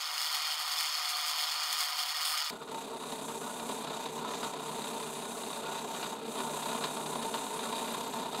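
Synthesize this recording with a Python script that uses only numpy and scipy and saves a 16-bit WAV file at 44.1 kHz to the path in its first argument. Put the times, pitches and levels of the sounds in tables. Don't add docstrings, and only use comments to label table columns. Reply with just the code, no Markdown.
import sys
import numpy as np
from scipy import signal
from scipy.fft import rfft, irfft
from scipy.io import wavfile
from scipy.ndimage import uniform_filter1d, map_coordinates

SR = 44100
rng = np.random.default_rng(int(sys.argv[2]) if len(sys.argv) > 2 else 0)


def dump_mix(stems):
    frames = np.atleast_2d(stems).T
    limited = np.clip(frames, -1, 1)
    pcm = np.round(limited * 32767).astype(np.int16)
    wavfile.write(sys.argv[1], SR, pcm)


def volts_from_decibels(level):
    exponent = np.asarray(level, float) / 20
    return 10 ** exponent


N = 370440
TIME = np.arange(N) / SR
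CUT_S = 2.506
LAPSE = 4.83
LAPSE_TOOL_HZ = 5780

# pitch in Hz, width in Hz, level in dB.
LAPSE_HEAD_MODES = [(1890, 120, -14), (2165, 50, -10.5), (2330, 100, -16), (2460, 70, -14),
                    (2888, 35, -6.5), (3194, 105, -6), (3465, 99, -5), (3880, 130, -13), (4120, 40, -13),
                    (4192, 35, -11), (4396, 70, -.5), (4520, 120, -6), (4738, 28, -8), (5098, 60, -4),
                    (5265, 75, -7), (5494, 35, -8), (5620, 80, -15), (6140, 81, -14), (6480, 245, -14),
                    (6880, 162, -12), (7710, 45, -15), (7930, 125, -18), (8400, 77, -14), (8860, 543, -16),
                    (9320, 109, -14), (9430, 62, -14), (10210, 95, -17), (11670, 231, -23),
                    (12210, 45, -17), (12630, 70, -18), (13600, 234, -27), (14090, 263, -24),
                    (14910, 189, -20)]
# pitch in Hz, level in dB per Hz.
LAPSE_HEAD_BROAD = [(1000, -48), (1650, -24), (1900, -15), (2450, -17), (2600, -21), (3000, -13),
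                    (3700, -17), (4200, -19), (5000, -8), (5700, -18), (7200, -18), (8200, -26),
                    (9700, -22), (10600, -25), (12000, -21), (14000, -27), (15700, -22)]


def unit(x):
    return x / np.sqrt(np.mean(x ** 2) + 1e-20)


def along(points, hz):
    f, v = np.transpose(points)
    return np.interp(np.log(hz + 1), np.log(f + 1), v)


def curve(rows):
    s, value = np.transpose(rows)
    return np.interp(TIME, s, value)


def wobble(rate):
    knots = rng.standard_normal(int(N * rate / SR) + 4)
    return map_coordinates(knots, [np.arange(N) * rate / SR])


def swells(rows):
    t = np.arange(0, N / SR, .002)
    bumps = sum(db * np.exp(-(2 * (t - s) / length) ** 2) for s, db, length in rows)
    return np.interp(TIME, t, bumps)


def below(x, edge_hz):
    return irfft(rfft(x) / (1 + (np.fft.rfftfreq(N, 1 / SR) / edge_hz) ** 20), N)


def tilted(x, tilt_db):
    low = below(x, 7300)
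    return volts_from_decibels(0.58 * tilt_db) * low + volts_from_decibels(-tilt_db) * (x - low)


def sooner(knocks, lead_s):
    return np.roll(knocks, -round(lead_s * SR))


def uneven(knocks, db):
    return knocks * volts_from_decibels(db * rng.standard_normal(N))


def body(x, modes, bed):
    m = 2 ** 15
    hz = np.fft.rfftfreq(m, 1 / SR)
    power = volts_from_decibels(2 * along(bed, hz))
    for center, width, db in modes:
        power = power + volts_from_decibels(2 * db) / (1 + (2 * (hz - center) / width) ** 2) ** 1.5
    cepstrum = irfft(np.log(power) / 2, m)
    cepstrum[1:m // 2] *= 2
    cepstrum[m // 2 + 1:] = 0
    ring = irfft(np.exp(rfft(cepstrum)), m)[:m // 2]
    return unit(signal.fftconvolve(x, ring)[:N])


def bursts(strength, fall_s, rise_s):
    opened = signal.lfilter([1], [1, -np.exp(-1 / (rise_s * SR))], strength)
    return signal.lfilter([1], [1, -np.exp(-1 / (fall_s * SR))], opened)


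def bites(spots, slip, speed, snags, scatter_db, snag_db):
    turns_hz = 31.93
    turns = speed * turns_hz * TIME + curve(slip)
    mood_db = scatter_db * wobble(19 * speed)
    out = np.zeros(N)
    for place, db in spots:
        at = np.flatnonzero(np.diff(np.floor(turns - place)))
        out[at] = volts_from_decibels(db + mood_db[at] + 1.4 * rng.standard_normal(N)[at])
    lead_s, clears_s = .0015, .009
    near = round(clears_s / speed * SR)
    for s, db in snags:
        at = round((s - lead_s / speed) * SR)
        out[at - near // 3:at + near] = 0
        out[at] = volts_from_decibels(np.clip(db + snag_db, -9, 6))
    return out


def shaken(knocks, fall_s, rise_s, steady, grit_db, crack=0, speed=1):
    force = steady + unit(bursts(knocks, fall_s, rise_s))
    force = force + crack * unit(bursts(knocks, .0015 / speed, 1 / SR))
    return force * volts_from_decibels(grit_db * rng.standard_normal(N)) * rng.standard_normal(N)


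def level(hand, db, by_lean, by_shove, by_ease=0):
    lean_db, shove_db, ease_db = hand
    return volts_from_decibels(db + by_lean * lean_db + by_shove * shove_db - by_ease * ease_db)


def motor(speed, db):
    return volts_from_decibels(db + 0.8 * wobble(4 * speed)) * np.sin(2 * np.pi * 120 * speed * TIME)


def lapse_hand():
    # time in seconds, force in dB.
    lean = [(0, -0.5), (.12, -0.5), (.19, 0), (1.4, 0), (1.6, 0), (2.4, 0), (2.5, -1)]
    # middle in seconds, force in dB, length in seconds.
    shoves = [(.35, 19, 0.013), (.415, -8, 0.011), (.57, -11, 0.027), (.66, -3, 0.08), (.82, 7, 0.076),
              (1.1, 10, 0.041), (1.15, -4, 0.044), (1.3, 8, 0.028), (1.4, 11, 0.05), (1.733, 19, 0.02),
              (1.82, 16, 0.04), (1.875, -10, 0.018), (1.7, 1, 0.036), (1.47, -4, .05), (1.94, -4, .06),
              (2.0, 12, 0.022), (2.05, -20, 0.011), (2.135, -13, 0.028), (2.256, 12, .012), (2.285, 4, .04),
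              (2.335, -4, 0.014), (2.379, 9, .01), (2.405, 5, .012), (2.318, 6, .02), (2.235, 0, 0.014),
              (.9, 7, 0.044), (1.57, -3, .04), (2.42, 8, .015), (2.435, -16, 0.013)]
    return curve(lean), swells(shoves), 0


def lapse_knocks():
    # place in the turn from 0 to 1, level in dB.
    spots = [
        (.63, -4),
        (.77, 0),
        (.16, -9),
    ]
    # time in seconds, turns gained on the mean speed.
    slip = [(0, .17), (1.2, .13), (2, .02), (2.3, .1), (2.5, .04)]
    # time in seconds, peak in dB.
    snags = [(0.043, -26.5), (0.0817, -27), (0.1193, -27), (0.1393, -17), (0.18, -11), (0.191, -21),
             (0.216, -18), (0.2445, -19), (0.2887, -25), (0.3272, -19), (0.3461, -20), (0.4581, -25),
             (0.477, -21), (0.5803, -9), (0.613, -23), (0.671, -25), (0.6975, -22), (0.7147, -21),
             (0.764, -31), (0.787, -21), (0.833, -17), (0.9517, -21), (1.0744, -28), (1.092, -20),
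             (1.1493, -30), (1.17, -17), (1.2103, -11), (1.282, -21), (1.2987, -25), (1.497, -23),
             (1.5197, -24), (1.555, -33), (1.6337, -15), (1.728, -19), (1.805, -20), (1.8773, -22),
             (1.9694, -22), (1.9926, -29), (2.028, -19), (2.0602, -22), (2.1096, -28), (2.146, -20),
             (2.2297, -20), (2.252, 10), (2.3391, -25), (2.376, -19.5), (2.403, -21), (2.4434, -16),
             (2.4986, -15)]
    return bites(spots, slip, LAPSE, snags, scatter_db=1.4, snag_db=26)


def lapse_hum(knocks):
    # pitch in Hz, width in Hz, level in dB.
    modes = [(417, 8, -22.5), (619, 14, -15), (733, 8, 4), (772, 14, -6), (880, 30, -7), (975, 25, -5),
             (1020, 30, -5), (1110, 40, -7), (1227, 50, 0), (1390, 35, -4)]
    # pitch in Hz, level in dB per Hz.
    bed = [(30, -81), (250, -40.5), (380, -37), (520, -28.5), (670, -18), (800, -12), (1300, -5),
           (1620, -13.5), (2200, -16.5), (3500, -20), (7000, -39)]
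    early = sooner(knocks, .008 / LAPSE)
    push = shaken(early ** 0.13, 0.00092, 0.000083, 1.0, grit_db=0.8)
    return body(push * volts_from_decibels(0.75 * wobble(40.26)), modes, bed)


def lapse_rattle(knocks):
    taps = knocks ** 0.65 * np.sign(rng.standard_normal(N))
    push = shaken(knocks ** .75, .0012, .0003, .33, grit_db=.4, crack=.06, speed=LAPSE)
    rattle = body(push + 4.5 * taps, LAPSE_HEAD_MODES, LAPSE_HEAD_BROAD)
    return below(rattle, LAPSE_TOOL_HZ)


def lapse_clatter(knocks):
    # middle in seconds, tilt in dB,
    # length in seconds.
    rim = [(.05, 2.5, 0.19), (.33, -1, .06), (.45, 1.5, .08), (.95, 2, 0.17), (1.25, 0.5, 0.29),
           (1.5, 0.5, .08), (1.62, 2, 0.068), (1.78, -0.5, .12), (2.3, -3, .12), (2.44, 4.5, 0.027),
           (2.48, 1, 0.018)]
    push = shaken(sooner(knocks, 0.00026) ** 1.55, 0.002, 0.00078, 1.0, grit_db=2.0)
    clatter = body(push * volts_from_decibels(0.83 * wobble(60)), LAPSE_HEAD_MODES, LAPSE_HEAD_BROAD)
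    return tilted(unit(clatter - below(clatter, LAPSE_TOOL_HZ)), swells(rim))


def press_lapse():
    hand = lapse_hand()
    knocks = lapse_knocks()
    hum = level(hand, db=-41.5, by_lean=2.4, by_shove=0.09) * lapse_hum(knocks)
    rattle = level(hand, db=-34, by_lean=3.5, by_shove=0.23) * lapse_rattle(knocks)
    clatter = level(hand, db=-41.5, by_lean=3, by_shove=0.38) * lapse_clatter(knocks)
    return hum + rattle + clatter + motor(LAPSE, db=-65.5)


def normal_hand():
    # time in seconds, force in dB.
    lean = [(2.5, -2), (3.5, -2.5), (3.9, -1), (5.3, -2), (6.5, 1.5), (7.1, 0), (8.4, 3)]
    # middle in seconds, force in dB, length in seconds.
    shoves = [(2.59, -12, 0.035), (2.66, -18, 0.023), (2.75, -0.5, 0.071), (2.99, -8.5, 0.035),
              (3.27, -9, 0.026), (3.3, 12, 0.014), (3.395, -11, 0.034), (3.71, 7.5, 0.027),
              (3.89, 2.5, 0.1), (4.44, 11.5, .06), (4.05, 0.5, 0.048), (4.14, -0.5, 0.071), (6.8, 0, 0.025),
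              (4.52, -5, 0.041), (4.85, 4, 0.048), (4.33, 4.5, 0.18), (5.61, -1, 0.036), (5.72, 4.5, 0.16),
              (6.04, 10.5, 0.066), (5.96, 6.5, 0.058), (6.2, -5, 0.55), (6.41, 8.5, 0.043),
              (6.8, -9, 0.019), (6.75, 7, 0.09), (6.845, 11.5, 0.048), (6.6, -2.5, 0.1), (2.8, 0, 0.055),
              (3.25, 0, 0.05), (3.95, 2.5, 0.069), (4.9, 1.5, 0.41), (5.55, 2, 0.19), (5.87, -3, 0.088),
              (7.5, -3, 0.12), (7.05, -6, 0.016), (7.25, 4, 0.02), (7.35, 12.5, 0.035), (7.66, 2, 0.044),
              (7.75, 0.5, 0.037), (7.94, 2, 0.047), (8.12, -8, 0.068), (8.2, 0, 0.084), (8.31, -11, 0.043)]
    # middle in seconds, lost contact in dB, length in seconds.
    eases = [(2.62, 31, 0.23), (2.91, 16, 0.21), (3.2, 7, 0.073), (3.89, 6.5, 0.18), (4.1, 12, 0.082),
             (4.23, 10, 0.084), (4.57, 8, 0.13), (5.63, 8, .12), (5.85, 2, 0.16), (6.21, 27, .13),
             (6.98, 5, 0.072), (7.21, 5.5, 0.063), (8.04, 6.5, 0.41), (8.29, 11, 0.17)]
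    return curve(lean), swells(shoves), swells(eases)


def normal_knocks():
    # place in the turn from 0 to 1, level in dB.
    spots = [
        (.63, 0),
        (.88, -1),
        (.12, -5),
    ]
    # time in seconds, turns gained on the mean speed.
    slip = [(2.5, .11), (3.3, .05), (4.3, .16), (4.8, .11), (5.8, .19), (6.3, .2), (6.8, .27), (7.5, .25),
            (8.4, .19)]
    # time in seconds, peak in dB.
    snags = [(2.677, -27), (2.717, -25), (2.747, -24), (3.036, -24), (3.124, -24), (3.284, -19),
             (3.416, -24), (3.599, -24), (3.692, -26), (3.846, -23.5), (3.875, -24), (3.907, -28),
             (3.97, -32), (4.061, -20), (4.18, -25), (4.249, -25), (4.408, -36), (4.431, -24), (4.538, -25),
             (4.694, -24), (4.82, -29), (4.843, -23), (4.911, -25), (5.003, -29), (5.034, -28),
             (5.255, -21), (5.324, -36), (5.437, -17), (5.531, -27), (5.636, -24.5), (5.847, -15),
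             (6.03, -24), (6.283, -31), (6.322, -33), (6.356, -27), (6.404, -18.5), (6.474, -23),
             (6.572, -27), (6.627, -24), (6.659, -23), (6.717, -25), (6.749, -18), (6.81, -22),
             (6.841, -23), (6.97, -22), (7.012, -31), (7.063, -23), (7.158, -20), (7.228, -25),
             (7.313, -32), (7.342, -24), (7.467, -24), (7.593, -22), (7.656, -22), (7.727, -24.5),
             (7.845, -25), (7.945, -22), (8.009, -25), (8.138, -23), (8.348, -24)]
    return bites(spots, slip, 1, snags, scatter_db=-0.03, snag_db=31.0)


def first_push(knocks):
    return bursts(knocks, 0.000092, .0001)


def frame_hum(knocks):
    # pitch in Hz, width in Hz, level in dB.
    modes = [(121, 14, -32), (152, 5, -4), (177, 11, -14), (228, 28, -3), (262, 31, -7), (296, 44, -10),
             (391, 32, -4.5), (445, 36, -1), (504, 55, -13), (596, 40, -9), (629, 30, -10), (662, 14, -6),
             (782, 60, -12)]
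    # pitch in Hz, level in dB per Hz.
    bed = [(25, -32), (70, -41), (110, -36), (140, -20), (200, -12), (340, -19), (540, -17.5), (800, -17.5),
           (1100, -34), (2000, -68.5), (6000, -93)]
    early = sooner(knocks, .004)
    push = shaken(uneven(early, db=2) ** 0.95, 0.015, 0.0056, 1.4, grit_db=1.5)
    return body(push * volts_from_decibels(0.16 * wobble(12)), modes, bed)


def head_rattle(knocks):
    # pitch in Hz, width in Hz, level in dB.
    modes = [(600, 50, -13), (690, 40, -7), (722, 20, -9), (790, 60, -11), (875, 20, -8), (911, 28, 1),
             (997, 42, -2), (1070, 70, -10)]
    # pitch in Hz, level in dB per Hz.
    bed = [(200, -55), (600, -34), (850, -20), (1100, -20), (1500, -45), (5000, -90)]
    push = shaken(uneven(knocks ** .75, db=.8), .0065, .0015, .06, grit_db=1.1, crack=.18)
    return body(push * volts_from_decibels(.5 * wobble(18)) + .28 * first_push(knocks), modes, bed)


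def quill_jangle(knocks):
    # pitch in Hz, width in Hz, level in dB.
    modes = [(1128, 35, 0), (1206, 30, -4), (1250, 35, -6), (1305, 50, -4), (1360, 30, -7), (1410, 40, -5),
             (1453, 22, -1)]
    # pitch in Hz, level in dB per Hz.
    bed = [(500, -45), (1000, -16), (1400, -14), (1500, -24), (1900, -30), (5000, -75)]
    push = shaken(uneven(knocks ** .8, db=1.8), .008, .0009, .5, grit_db=1.1, crack=.25)
    return body(push * volts_from_decibels(1.2 * wobble(15)) + .25 * first_push(knocks), modes, bed)


def tool_clatter(knocks):
    # pitch in Hz, width in Hz, level in dB.
    modes = [(1620, 113, -20), (1685, 30, -19), (1775, 35, -18), (1960, 30, -21), (2040, 60, -22),
             (2398, 70, -16), (2540, 57, -15), (2700, 90, -21), (2880, 200, -18), (3230, 82, -17),
             (3620, 166, -12), (3800, 130, -11.5), (3880, 33, -13), (4010, 90, -16.5), (4350, 200, -20),
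             (4700, 420, -23)]
    # pitch in Hz, level in dB per Hz.
    bed = [(600, -45), (1300, -32), (1520, -24), (2200, -23), (3000, -25), (3450, -22), (4200, -23),
           (5200, -31), (7000, -47), (16000, -72)]
    early = sooner(knocks, .001)
    push = shaken(uneven(early ** .85, db=1.8), .008, .0005, .72, grit_db=1.2, crack=.25)
    return body(push * volts_from_decibels(.8 * wobble(18)) + .22 * first_push(knocks), modes, bed)


def bristle_hiss(soft, ease_db):
    # pitch in Hz, width in Hz, level in dB.
    modes = [(5510, 188, -8), (5970, 255, -7), (6400, 512, -2), (6660, 54, -1), (7160, 190, -3),
             (7710, 633, 0), (8120, 101, -1), (9060, 56, -2), (9620, 54, -5), (10200, 700, -8),
             (12500, 165, -12)]
    # pitch in Hz, level in dB per Hz.
    bed = [(1500, -35), (4000, -12), (5800, -28), (7000, -4), (8300, -6), (9500, -4.5), (10600, -11),
           (12000, -8), (13500, -15), (15700, -23)]
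    # middle in seconds, tilt in dB, length in seconds.
    rim = [
        (2.75, 0.5, .4),
        (4.0, 1.5, 0.35),
        (4.4, 4, 0.3),
        (4.43, -2.5, 0.11),
        (5.75, 1, 0.24),
        (6.05, 1, 0.3),
        (8.2, 1, .5),
    ]
    contact = 1.33 * volts_from_decibels(-0.86 * ease_db)
    push = shaken(soft, .007, .002, contact, grit_db=2)
    return tilted(body(push * volts_from_decibels(.9 * wobble(18)), modes, bed), swells(rim))


def tool_whistle(soft, ease_db):
    # middle in seconds, extra dB, length in seconds.
    sings = [
        (3.5, 14, 0.4),
        (4.3, 12, .5),
        (4.95, 15, 0.59),
        (6.05, 16, 0.34),
        (6.65, 15, .35),
        (7.3, 8, 0.65),
        (7.93, 20, .45),
        (8.35, 18, 0.7),
    ]
    whistle = body(shaken(soft, .011, .003, .8, grit_db=1.1), [(11790, 90, 0)], [(100, -60)])
    cleared_db = 1.5 * (TIME - CUT_S)
    return volts_from_decibels(-87 + cleared_db - 0.72 * ease_db + swells(sings)) * whistle


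def grip_rake(soft):
    # pitch in Hz, width in Hz, level in dB.
    modes = [(8000, 490, -9), (9000, 600, 3.5), (9620, 560, 3.5)]
    # time in seconds, level in dB.
    rakes = [(2.5, -75), (2.95, -62), (3.1, -56.5), (3.8, -55), (3.9, -66), (4.6, -62), (4.7, -55.5),
             (5.55, -53), (5.65, -65), (6.25, -67), (6.35, -53), (7.95, -54), (8.05, -62), (8.4, -59)]
    push = shaken(soft, 0.008, .002, 2.1, grit_db=-2.0)
    return volts_from_decibels(curve(rakes)) * body(push * volts_from_decibels(1.1 * wobble(25)), modes, [(100, -43)])


def press():
    hand = normal_hand()
    ease_db = hand[2]
    knocks = normal_knocks()
    soft = knocks ** 0.19
    hum = level(hand, db=-42.5, by_lean=0.79, by_shove=0.29, by_ease=0.04) * frame_hum(knocks)
    rattle = level(hand, db=-42.5, by_lean=0.8, by_shove=0.46, by_ease=0.18) * head_rattle(knocks)
    jangle = level(hand, db=-51, by_lean=0.86, by_shove=0.8) * quill_jangle(knocks)
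    clatter = level(hand, db=-46.5, by_lean=1, by_shove=0.61, by_ease=0.16) * tool_clatter(knocks)
    hiss = level(hand, db=-48, by_lean=0.67, by_shove=0.18, by_ease=0.12) * bristle_hiss(soft, ease_db)
    brush = hiss + tool_whistle(soft, ease_db) + grip_rake(soft)
    return hum + rattle + jangle + clatter + brush + motor(1, db=-82)


def shop(x, speed, wet_db, unlike_db):
    # pitch in Hz, seconds to fall by 60 dB.
    ring_times = [(200, 0.41), (2000, 0.98), (12000, 0.013)]
    # pitch in Hz, level in dB below their common sound.
    unlike = [(60, -42), (125, -32), (250, -47), (500, -29.5), (1000, -26.5), (2380, -26), (4400, -22),
              (8120, -19), (13000, -19)]
    hz, t, z = signal.stft(rng.standard_normal(SR // 2), SR, nperseg=256)
    fading = volts_from_decibels(-60 * t * speed / along(ring_times, hz / speed)[:, None])
    tail = signal.istft(z * fading, SR, nperseg=256)[1]
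    wet = volts_from_decibels(wet_db) * signal.fftconvolve(x, tail / np.linalg.norm(tail))[:N]

    hz, t, z = signal.stft(x, SR, nperseg=512)
    patches = uniform_filter1d(rng.standard_normal(z.shape), size=4, axis=0)
    patches = uniform_filter1d(patches, size=6, axis=1)
    side_db = along(unlike, hz)[:, None] + unlike_db + 4.6 * unit(patches) - 4.5
    scramble = np.exp(2j * np.pi * rng.random(z.shape)) * volts_from_decibels(side_db)
    side = signal.istft(z * scramble, SR, nperseg=512)[1][:N]
    return x + wet + side * np.array([[1], [-1]])


def scene():
    fade = np.clip((TIME - CUT_S) / 0.0039 + .5, 0, 1)
    fast = shop(press_lapse(), LAPSE, wet_db=-20, unlike_db=-8)
    normal = shop(press(), 1, wet_db=-17, unlike_db=3)
    return (1 - fade) * fast + fade * normal


def top_cut(x):
    return signal.sosfilt(signal.butter(12, 16580, fs=SR, output="sos"), x)


def record(dry):
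    kept = irfft(rfft(dry) * (np.fft.rfftfreq(N, 1 / SR) < 15740), N)
    return top_cut(kept)


dry = scene()
out = record(dry)
dump_mix(out)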